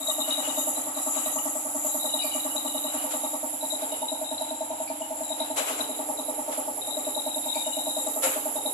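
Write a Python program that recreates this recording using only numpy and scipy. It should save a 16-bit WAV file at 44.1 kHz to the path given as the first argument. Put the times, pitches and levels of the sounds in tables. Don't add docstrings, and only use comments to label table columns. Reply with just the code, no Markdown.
import sys
import numpy as np
from scipy import signal
from scipy.fft import rfft, irfft, next_fast_len
from scipy.io import wavfile

SR = 44100
rng = np.random.default_rng(int(sys.argv[2]) if len(sys.argv) > 2 else 0)


def store_pcm(level_fs):
    pcm = np.round(np.clip(level_fs, -1, 1) * 32767).astype(np.int16)
    wavfile.write(sys.argv[1], SR, np.atleast_2d(pcm).T)


N = 385111


def from_db(db):
    return 10 ** (np.asarray(db) / 20)


def rms_one(x):
    return x / np.sqrt(np.mean(x ** 2) + 1e-20)


def in_time(rows):
    s, *columns = np.transpose(rows)
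    return [np.interp(np.arange(N) / SR, s, column) for column in columns]


def at_hz(points, hz):
    points_hz, values = np.transpose(points)
    return np.interp(np.log(hz), np.log(points_hz), values)


def held(rows, column):
    rows = np.array(rows)
    latest = np.searchsorted(rows[:, 0], np.arange(N) / SR) - 1
    return rows[np.maximum(latest, 0), column]


def panned(pan_db):
    return np.array([pan_db, -pan_db]) / 2


def drift(rate_hz):
    r = np.exp(-80 * np.pi * rate_hz / SR)
    slow = signal.lfilter([1], [1, -2 * r, r * r], rng.standard_normal(N // 40 + 2002))[2000:]
    return np.interp(np.arange(N) / 40, np.arange(len(slow)), rms_one(slow))


def resonate(x, hz, width_hz):
    r = np.exp(-np.pi * width_hz / SR)
    section = [(1 - r * r) / 2, 0, (r * r - 1) / 2, 1, -2 * r * np.cos(2 * np.pi * hz / SR), r * r]
    return signal.sosfilt([section, section], x)


def bandpass(x, order, low_hz, high_hz):
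    return signal.sosfilt(signal.butter(order, [low_hz, high_hz], "band", fs=SR, output="sos"), x)


def clicks(times, level_db):
    out = np.zeros(N)
    out[(np.asarray(times) * SR).astype(int)] = from_db(level_db)
    return out


def bursts(rows, rise, squareness=1.57):
    out = np.zeros(N)
    for s, db, length, *_ in rows:
        span = slice(int(s * SR), min(int((s + 4 * length) * SR), N))
        u = np.arange(span.stop - span.start) / SR
        out[span] += from_db(db) * np.clip(u / rise, 0, 1) * np.exp(-(u / length) ** squareness)
    return out


FIRST_STROKE_S, STROKE_S, STROKE_COUNT = -0.0169, 0.09791, 89
SLIP_SETTLES_S = 0.0908


def stroke_times():
    even = FIRST_STROKE_S + STROKE_S * np.arange(STROKE_COUNT)
    late = 0
    for s, _, _, slip in CHIRPS:
        late = late + slip * (1 - np.exp(-np.clip(even - s, 0, None) / SLIP_SETTLES_S))
    return np.maximum(even + late, 0)


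def stroke_swell(level_db):
    u = np.arange(SR // 4) / SR
    return clicks(stroke_times(), level_db), (1 - np.exp(-u / 0.0024)) * np.exp(-u / 0.052)


# middle_s, depth_db, half_width_s
DIPS = [(0.0, -11, 0.065), (0.9, -3, 0.12), (1.66, -5.5, 0.086), (3.54, -5.5, 0.055), (5.65, -6, 0.071),
        (6.83, -8, 0.092), (8.561, -2.5, 0.038)]


def dips():
    t = np.arange(N) / SR
    return sum(db * np.exp(-((t - s) / half) ** 2) for s, db, half in DIPS)


def stroke_tones(tones, level_db, pitch_hz, wander_s):
    lead = SR // 100
    t = np.arange(SR // 6) / SR - .01
    at = (stroke_times() * SR).astype(int)
    out, strokes = np.zeros((2, N + SR)), np.zeros((2, len(at), len(t)))
    for delay, rise, fall, start, end, left_db, right_db, lag in tones:
        late, change = rng.standard_normal((len(at), 2)).T[:, :, None]
        u = t - delay - wander_s * late - np.array([0, lag])[:, None, None]
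        rising = np.sin(np.pi / 2 * np.clip(u / rise, 0, 1)) ** 2.28
        falling = np.exp(-((u - rise) / fall) ** 2)
        shape = np.where(u < rise, rising, falling)
        glide = start * u + (end - start) * u ** 2 / (2 * (rise + 4.48 * fall))
        cycles = pitch_hz[at, None] * glide
        gain_db = level_db[:, None] + 1.1 * change + np.array([left_db, right_db])[:, None, None]
        strokes += from_db(gain_db) * shape * np.sin(2 * np.pi * cycles)
    for k, i in enumerate(at):
        out[:, i:i + len(t)] += strokes[:, k]
    return out[:, lead:lead + N]


# delay_s, rise_s, fall_s, start_pitch, end_pitch, left_db, right_db, right_lag_s
VALVE_TONES = [(0.00039, 0.005, 0.021, 1.01, 0.87, -0.5, -1, .00015),
               (.030, 0.01, 0.026, 0.95, 0.956, -26, -16, 0.00023),
               (.054, 0.0022, 0.022, .97, 0.93, -14.5, -17.5, .00015),
               (0.0102, 0.0079, 0.012, 1.2, 1.27, -20, -15, 0.00043)]


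def valve(level_db, pitch_hz):
    return stroke_tones(VALVE_TONES, level_db, pitch_hz, wander_s=0.0006)


# delay_s, rise_s, fall_s, start_pitch, end_pitch, left_db, right_db, right_lag_s
INTAKE_TONES = [(-.004, 0.022, 0.012, 1.064, 0.69, 0, -3.5, 0.00005),
                (.034, 0.0085, 0.012, 1.031, 0.78, -7.5, -5.5, .00003),
                (.062, 0.02, 0.029, 1.04, 0.913, -10, -12, .00003),
                (.004, 0.0067, 0.006, 0.874, 1, -25, -25, .00003)]
INTAKE_HZ = 292.6


def intake(level_db):
    return stroke_tones(INTAKE_TONES, level_db, np.full(N, INTAKE_HZ), wander_s=0.00052)


# pitch_hz, width_hz, left_db, right_db
HEAD_MODES = [(841.5, 56, -1.5, -11), (896.8, 57, -8, -2), (771, 27, -53, -10.5), (529, 19, -11.5, -14.5),
              (953, 21, -23, -16)]
# pitch_hz, width_hz, left_db, right_db
UPPER_HEAD_MODES = [(1133, 24, -4.5, -3), (1161.4, 46, 5, -15), (1274, 57, -4, -2.5), (1921, 41, -8, -12.5)]


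def rattle(modes, level_db, tilt_db, repeat):
    train, swell = stroke_swell(level_db)
    envelope = signal.oaconvolve(train, swell)[:N]
    same = signal.oaconvolve(train[None], swell * rng.standard_normal((2, len(swell))))[:, :N]
    shake = repeat * same + (1 - repeat) * envelope * rng.standard_normal((2, N))
    rings = 0
    for hz, width_hz, left_db, right_db in modes:
        gain_db = np.array([[left_db], [right_db]]) + tilt_db * np.clip((hz - 860) / 100, -1, 1)
        rings = rings + rms_one(resonate(shake, hz, width_hz)) * from_db(gain_db)
    return rings * np.sqrt(np.mean(envelope ** 2))


def drone(level_db):
    mid, side = rms_one(resonate(rng.standard_normal((2, N)), 430, 90))
    hum = rms_one(resonate(rng.standard_normal(N), hz=108.4, width_hz=21)) * from_db(-69)
    return from_db(level_db) * (mid + 0.18 * side * [[1], [-1]]) + hum


# start_s, level_db, pitch_hz, left_minus_right_db, length_s
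SQUEAKS = [(0.0034, -33.5, 3830, 4, 0.12), (0.0704, -27, 3810, 1.5, 0.075), (0.199, -26, 3800, 4, 0.048),
           (0.302, -22.5, 3805, 3.5, 0.046), (0.367, -37, 3840, 7.5, 0.07), (0.475, -34, 3800, 11, 0.064),
           (0.567, -34, 3790, 8, 0.081), (0.7542, -37, 3910, 12, 0.032), (0.948, -35.5, 3900, 8.5, 0.065),
           (1.1493, -47, 3880, 8, 0.07), (1.256, -44, 3870, 11, 0.067), (1.8896, -42, 3900, 8.5, 0.079),
           (1.996, -34.5, 3860, 15, 0.07), (2.054, -31.5, 3840, 9, 0.096), (2.128, -29.5, 3840, 4.5, 0.067),
           (2.1914, -42, 3850, 8.5, 0.087), (2.28, -46, 3860, 11.5, 0.07), (2.3989, -41.5, 3870, 16, 0.098),
           (2.5617, -29.5, 3880, 12, 0.045), (2.663, -33, 3880, 9.5, 0.059),
           (2.7347, -33.5, 3820, 9.5, 0.099), (2.836, -36.5, 3860, 10, 0.07), (3.127, -45, 3830, 17, 0.097),
           (3.234, -43, 3830, 13.0, 0.047), (3.608, -41.5, 3886, 14.5, 0.081),
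           (3.701, -33.5, 3870, 16, 0.042), (3.813, -46, 3840, 9, 0.07), (3.916, -38.5, 3790, 8, 0.06),
           (4.011, -43, 3760, 8, 0.07), (4.0814, -29.5, 3850, 7, 0.05), (4.245, -30, 3840, 7, 0.064),
           (4.3785, -31.5, 3895, 6, 0.06), (4.4912, -36, 3876, 5, 0.058), (4.5945, -51, 3910, 6, 0.08),
           (4.6934, -56, 3850, 11, 0.07), (4.7965, -56, 3845, 4, 0.07), (5.2325, -40, 3927, 9, 0.083),
           (5.2912, -39, 3840, 11, 0.095), (5.397, -33.5, 3860, 15, 0.045), (5.506, -49, 3920, 12, 0.064),
           (5.567, -35, 3920, 10.5, 0.067), (5.737, -44, 3966, 10, 0.07), (5.8037, -35, 3880, 14.5, 0.064),
           (5.894, -36.5, 3860, 8, 0.058), (6.172, -41, 3870, 14, 0.07), (6.2594, -51, 3890, 9, 0.055),
           (6.809, -40.5, 3820, 15, 0.12), (6.908, -36, 3840, 15, 0.07), (7.045, -39.5, 3834, 18, 0.053),
           (7.1456, -35, 3842, 21.5, 0.046), (7.25, -32.5, 3860, 12, 0.072), (7.34, -37, 3830, 8.5, 0.14),
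           (7.421, -36.5, 3804, 7.5, 0.09), (7.4912, -30.5, 3780, 9, 0.11), (7.578, -29, 3783, 4.5, 0.051),
           (7.723, -32, 3810, 8, 0.19), (7.7904, -32, 3830, 4.5, 0.053), (7.8582, -32, 3850, 4.5, 0.063),
           (7.954, -32, 3840, 3.5, 0.07), (8.2292, -34, 3850, 3, 0.07), (8.558, -36.5, 3780, 7, 0.074),
           (8.66, -34, 3820, 12, 0.053)]
SQUEAK_RISE_S, SQUEAK_SQUARENESS = 0.0041, 1
SQUEAL_BED_DB = -63.5


def squeaks():
    rows = [(s, db, length) for s, db, _, _, length in SQUEAKS]
    grip = bursts(rows, SQUEAK_RISE_S, SQUEAK_SQUARENESS) / 2 + from_db(SQUEAL_BED_DB)
    noise = rng.standard_normal((2, N)) + 1j * rng.standard_normal((2, N))
    slip = signal.sosfilt(signal.butter(2, 70, fs=SR, output="sos"), noise)
    slip = (.04 + .5 * (slip[0] + slip)) * from_db(2.5 * drift(30))
    pitch_hz = held(SQUEAKS, column=2) * np.array([[1], [.99]])
    whistle = (slip * np.exp(2j * np.pi * np.cumsum(pitch_hz, axis=1) / SR)).real
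    return rms_one(whistle) * grip * from_db(panned(held(SQUEAKS, column=3)))


# start_s, level_db, length_s
LOW_SQUEAKS = [(0.107, -42, 0.098), (0.21, -37, 0.14), (0.31, -33.5, 0.055), (0.437, -34.5, 0.086),
               (0.61, -46, 0.11), (1.184, -42, 0.08), (1.3843, -42.5, 0.083), (2.087, -43, 0.098),
               (2.186, -36, 0.09), (2.315, -32.5, 0.069), (2.502, -41.5, 0.072), (2.674, -41, 0.08),
               (2.737, -45, 0.08), (2.8634, -40, 0.08), (2.988, -37, 0.046), (3.1183, -48, 0.062),
               (3.246, -57, 0.049), (3.91, -41.5, 0.15), (5.017, -37, 0.052), (5.566, -48, 0.081),
               (5.665, -36, 0.071), (5.907, -49, 0.08), (6.5075, -55, 0.08), (7.647, -38, 0.061),
               (7.722, -41, 0.093), (8.2252, -39, 0.08)]


def low_squeaks():
    whistle = resonate(rng.standard_normal((2, N)), 2918, 96) * from_db(2.9 * drift(35))
    grip = bursts(LOW_SQUEAKS, SQUEAK_RISE_S, SQUEAK_SQUARENESS) / 2
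    return rms_one(whistle) * grip * from_db([[4], [-5]])


# pitch_hz, level_db (per Hz)
SHOP_AIR = [(30, -100), (62, -92), (108, -91.5), (155, -134), (260, -66), (400, -99.5), (700, -68),
            (1100, -86.5), (1700, -87.5), (2700, -86), (5000, -98), (14000, -93)]
# pitch_hz, level_db (per Hz)
GUN_AIR = [(900, -28), (2000, -70), (5000, 1.5), (9000, 9), (14000, 10.5)]
# start_s, level_db, length_s, left_minus_right_db
PUFFS = [(0.25, -82, 0.18, 9), (0.42, -81, 0.1, 13), (0.75, -94.5, 0.6, 11), (1.12, -84.5, 0.17, 9),
         (2.25, -96, 0.38, 13), (2.88, -87, 0.2, 4), (3.78, -85, 0.16, 3), (4.4, -92, 0.11, -3),
         (5.36, -83.5, 0.14, 7), (8.42, -90, 0.082, 13)]
# pitch_hz, level_db (per Hz)
PUFF_AIR = [(200, -82), (500, 8), (1300, 6), (1800, -2.5), (2600, 0.5), (3400, 0.5), (5000, -12.5),
            (9000, -15), (14000, -52)]
# start_s, level_db, length_s
BLASTS = [(2.913, -85, 0.035), (3.005, -78, 0.036), (3.103, -68.5, 0.024), (5.557, -64.5, 0.063),
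          (5.658, -69, 0.063), (5.7695, -74, 0.052), (6.508, -74.5, 0.043), (8.2176, -63.5, 0.063),
          (8.311, -75.5, 0.054)]
# pitch_hz, level_db (per Hz)
BLAST_AIR = [(200, -32), (500, 6.5), (1300, -1), (2600, 1), (3400, -10.5), (5000, -9), (7400, -4),
             (9000, -3.5), (11000, -2), (14000, -17)]
# pitch_hz, likeness (1 = the same, 0 = unrelated)
LIKENESS = [(60, 0.88), (250, 1), (450, 0), (750, 0.86), (1300, 0.52), (2200, 0.17), (3500, 0)]
# pitch_hz, level_db
LEFT_SHADE = [(3000, -0.5), (6000, 2.5), (9000, -3), (10500, -5.5), (13000, -6), (14300, -4)]
PUFF_RISE_S, SPRAY_DB, SPRAY_PAN_DB = 0.032, -89, 5.5
WAKE_DB, WAKE_LENGTHS = -4.5, 1.53
RIGHT_LAG = 12


def air():
    left_db, right_db = in_time(GUN)[:2]
    wakes = [(s, db + WAKE_DB, length * WAKE_LENGTHS) for s, db, length in BLASTS]
    spray = from_db(SPRAY_DB) + bursts(wakes, rise=0.03)
    puff = spray * from_db(panned(SPRAY_PAN_DB))[:, None]
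    puff = puff + bursts(PUFFS, PUFF_RISE_S) * from_db(panned(held(PUFFS, column=3)))
    blast = bursts(BLASTS, rise=0.024) * from_db([[1.5], [-1.5]])
    throb_db = 2.74 * (signal.oaconvolve(*stroke_swell(0))[:N] - .4)
    gun_db = np.array([left_db, right_db]) - 56 + throb_db
    white, together = rng.standard_normal((2, 2, N)), drift(9.0)
    edges_hz = 25 * 2 ** (np.arange(29) / 3)
    out = 0
    for k, (low, high) in enumerate(zip(edges_hz, edges_hz[1:])):
        mid, side = bandpass(white[k % 2], 2, low, high)
        hz = np.sqrt(low * high)
        power = from_db(at_hz(SHOP_AIR, hz)) ** 2
        power = power + from_db(gun_db + at_hz(GUN_AIR, hz)) ** 2
        power = power + (puff * from_db(at_hz(PUFF_AIR, hz))) ** 2
        power = power + (blast * from_db(at_hz(BLAST_AIR, hz))) ** 2
        flicker = from_db(.6 * together + 1.3 * drift(9.0) + [[at_hz(LEFT_SHADE, hz)], [0]])
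        alike = np.clip(at_hz(LIKENESS, hz), -1, 1)
        stereo = np.sqrt(1 + alike) * mid + np.sqrt(1 - alike) * side * [[1], [-1]]
        out = out + np.sqrt(power * SR / 4) * flicker * stereo
    out[1] = np.roll(out[1], RIGHT_LAG)
    return out + hiss_bands() * from_db(throb_db)


# time_s, left_db, right_db, left_flanks_db, right_flanks_db
GUN = [(0.0, -45, -44, -47.5, -47), (0.12, -36, -43, -41.5, -43.5), (0.17, -39.5, -42.5, -48, -47),
       (0.75, -40, -38, -40.5, -45.5), (0.92, -40.5, -42.5, -52.5, -51), (1.04, -34.5, -34.5, -44, -49),
       (1.36, -42.5, -39, -41, -44), (1.68, -39, -37.5, -48, -49), (1.87, -36.5, -40, -44.5, -43),
       (2.11, -40, -40.5, -47, -43.5), (3.74, -40, -38, -56.5, -52), (4.23, -41, -41.5, -61, -68),
       (4.84, -45.5, -46.5, -61, -69), (5.35, -40, -43, -61, -59), (5.54, -46, -43.5, -55, -64),
       (5.59, -48, -45, -53, -54), (5.64, -48, -44.5, -48, -49), (6.1, -43.5, -39, -58, -61),
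       (7.49, -40.5, -38.5, -66, -53.5), (7.54, -39, -38.5, -53.5, -59), (8.19, -38.5, -39.5, -50.5, -46),
       (8.24, -44, -33, -42, -44), (8.34, -46, -42, -44.5, -43), (8.73, -41, -36, -57, -54)]
# low_hz, high_hz
MAIN_BANDS = [(7000, 7800), (10450, 11550)]
# pitch_hz, width_hz, level_db
FLANKS = [
    [(6940, 950, -2), (8030, 640, -2.5)],
    [(10180, 1300, -1.5), (11860, 1130, 2)],
]


def hiss_bands():
    left_db, right_db, *flank_db = in_time(GUN)
    out, white = np.zeros((2, N)), rng.standard_normal((2, 2, N))
    for side, main_db in enumerate([left_db, right_db]):
        main = bandpass(white[0, side], 3, *MAIN_BANDS[side])
        out[side] += rms_one(main) * from_db(main_db - 8.5 + 1.9 * drift(12.4))
        for hz, width_hz, db in FLANKS[side]:
            flank = rms_one(resonate(white[1, side], hz, width_hz))
            out[side] += flank * from_db(flank_db[side] + db + 1.5 + 2.3 * drift(10.3))
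    out[1] += rms_one(resonate(white[1, 0], 11030, 80)) * from_db(-52.5)
    return out


# start_s, level_db (relative), length_s, slip_s
CHIRPS = [(2.209, -39.5, 0.14, 0.018), (4.8727, -42, 0.044, 0.013), (7.542, -39.5, 0.077, 0.019)]
# pitch_hz, width_hz, level_db
CHIRP_MODES = [(2380, 170, 4), (4580, 780, -1.5), (2730, 91, -14)]


def belt_chirps():
    scrape, noise, out = bursts(CHIRPS, rise=0.0051), rng.standard_normal((2, N)), 0
    for hz, width_hz, db in CHIRP_MODES:
        ring = rms_one(resonate(noise, hz, width_hz))
        out = out + scrape * ring * from_db(db + np.array([[-3], [-10]]))
    return out


# start_s, level_db (relative)
THUD = [(8.233, -29)]
# pitch_hz, level_db, time_to_fall_60_db_s
PANEL = [(530.4, 2.5, 0.33), (1050, -17, 0.089), (1360, 0, 0.13)]


def thud():
    u = np.arange(SR // 2) / SR
    ring = sum(from_db(db - 60 * u / t60) * np.sin(2 * np.pi * hz * u) for hz, db, t60 in PANEL)
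    ring = ring * (1 - np.exp(-u / 0.0033))
    return signal.oaconvolve(clicks(*np.transpose(THUD)), ring)[:N] * from_db([[1.5], [-1.5]])


SHOP_T60_S, SHOP_DB = 0.084, -15


def shop(x):
    size = next_fast_len(N + SR)
    w = 2 * np.pi * np.arange(size // 2 + 1) / size
    lags = rng.uniform(0.02, .055, (2, 8)) * SR
    echo = np.zeros((2, len(w)), complex)
    for side in range(2):
        for lag in lags[side]:
            once = from_db(-60 * lag / SR / SHOP_T60_S) * np.exp(-1j * w * lag)
            echo[side] += once / (1 - once)
    return irfft(rfft(x, size) * echo, size)[:, :N]


# time_s, valve_db, intake_db, rattle_db,
# valve_hz, rattle_tilt_db (per 100 Hz), upper_rattle_db, drone_db
SHADE = [(0.0, -25, -33, -34.5, 638, 2, -43, -68), (0.5, -27, -30, -34, 623, -2, -44, -60.5),
         (1.4, -26.5, -30.5, -33, 632, 1.5, -40.5, -65), (1.9, -27.5, -31, -34.5, 624, 1.5, -46, -69),
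         (3.35, -28.5, -31, -33, 628, 1.5, -45.5, -62), (3.5, -28.5, -31.5, -36, 631, 1, -54, -74),
         (3.9, -27, -33.5, -33, 633, 3.5, -63, -52), (5.0, -25.5, -34.5, -34, 647, 9, -70, -90),
         (5.7, -25.5, -31, -34, 637, 1, -52, -47), (6.1, -28.5, -32, -31.5, 629, -0.5, -49, -55),
         (7.15, -24.5, -32.5, -34, 622, -5, -50.5, -51.5), (7.45, -28, -32.5, -32, 627, 2.5, -67, -82),
         (8.2, -25, -32.5, -33.5, 636.8, -3, -46, -48.5), (8.73, -27, -30, -31.5, 619, -2.5, -54, -53)]
STROKE_SCATTER_DB = 1.0
INTAKE_DIPS, RATTLE_DIPS, HISS_DIPS = 0.66, 0.78, 0.1


def scene():
    valve_db, intake_db, rattle_db, valve_hz, tilt_db, upper_db, drone_db = in_time(SHADE)
    at, dip_db = (stroke_times() * SR).astype(int), dips()
    scatter_db = STROKE_SCATTER_DB * rng.standard_normal((3, len(at)))
    near = valve(valve_db[at] + scatter_db[0], valve_hz) * from_db(dip_db)
    near = near + intake(intake_db[at] + scatter_db[1]) * from_db(INTAKE_DIPS * dip_db)
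    near = near + thud()
    head = rattle(HEAD_MODES, rattle_db[at] + scatter_db[2], tilt_db, repeat=0.55)
    head = head + from_db(upper_db) * rattle(UPPER_HEAD_MODES, 0, 0, repeat=0.72)
    compressor = near + from_db(SHOP_DB) * shop(near) + head * from_db(RATTLE_DIPS * dip_db)
    belt = squeaks() + low_squeaks() + belt_chirps()
    return compressor + drone(drone_db) + belt + air() * from_db(HISS_DIPS * dip_db)


# pitch_hz, spread_hz, width_hz, lift_db (in each of 3 stages)
PORTS = [(7395, 195, 743, 5.5), (10760, 410, 1090, 5.5)]
CUTOFF_HZ = 14270


def record(dry):
    ported = dry.copy()
    for side, (hz, spread_hz, width_hz, db) in enumerate(PORTS):
        damping = np.pi * width_hz / SR
        lifted = damping * from_db(db)
        stages = []
        for stage_hz in hz + spread_hz * np.array([-1, 0, 1]):
            c = np.cos(2 * np.pi * stage_hz / SR)
            stage = np.array([1 + lifted, -2 * c, 1 - lifted, 1 + damping, -2 * c, 1 - damping])
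            stages.append(stage / (1 + damping))
        ported[side] = signal.sosfilt(stages, dry[side])
    return signal.sosfilt(signal.ellip(12, .5, 60, CUTOFF_HZ, fs=SR, output="sos"), ported)


dry = scene()
out = record(dry)
store_pcm(out)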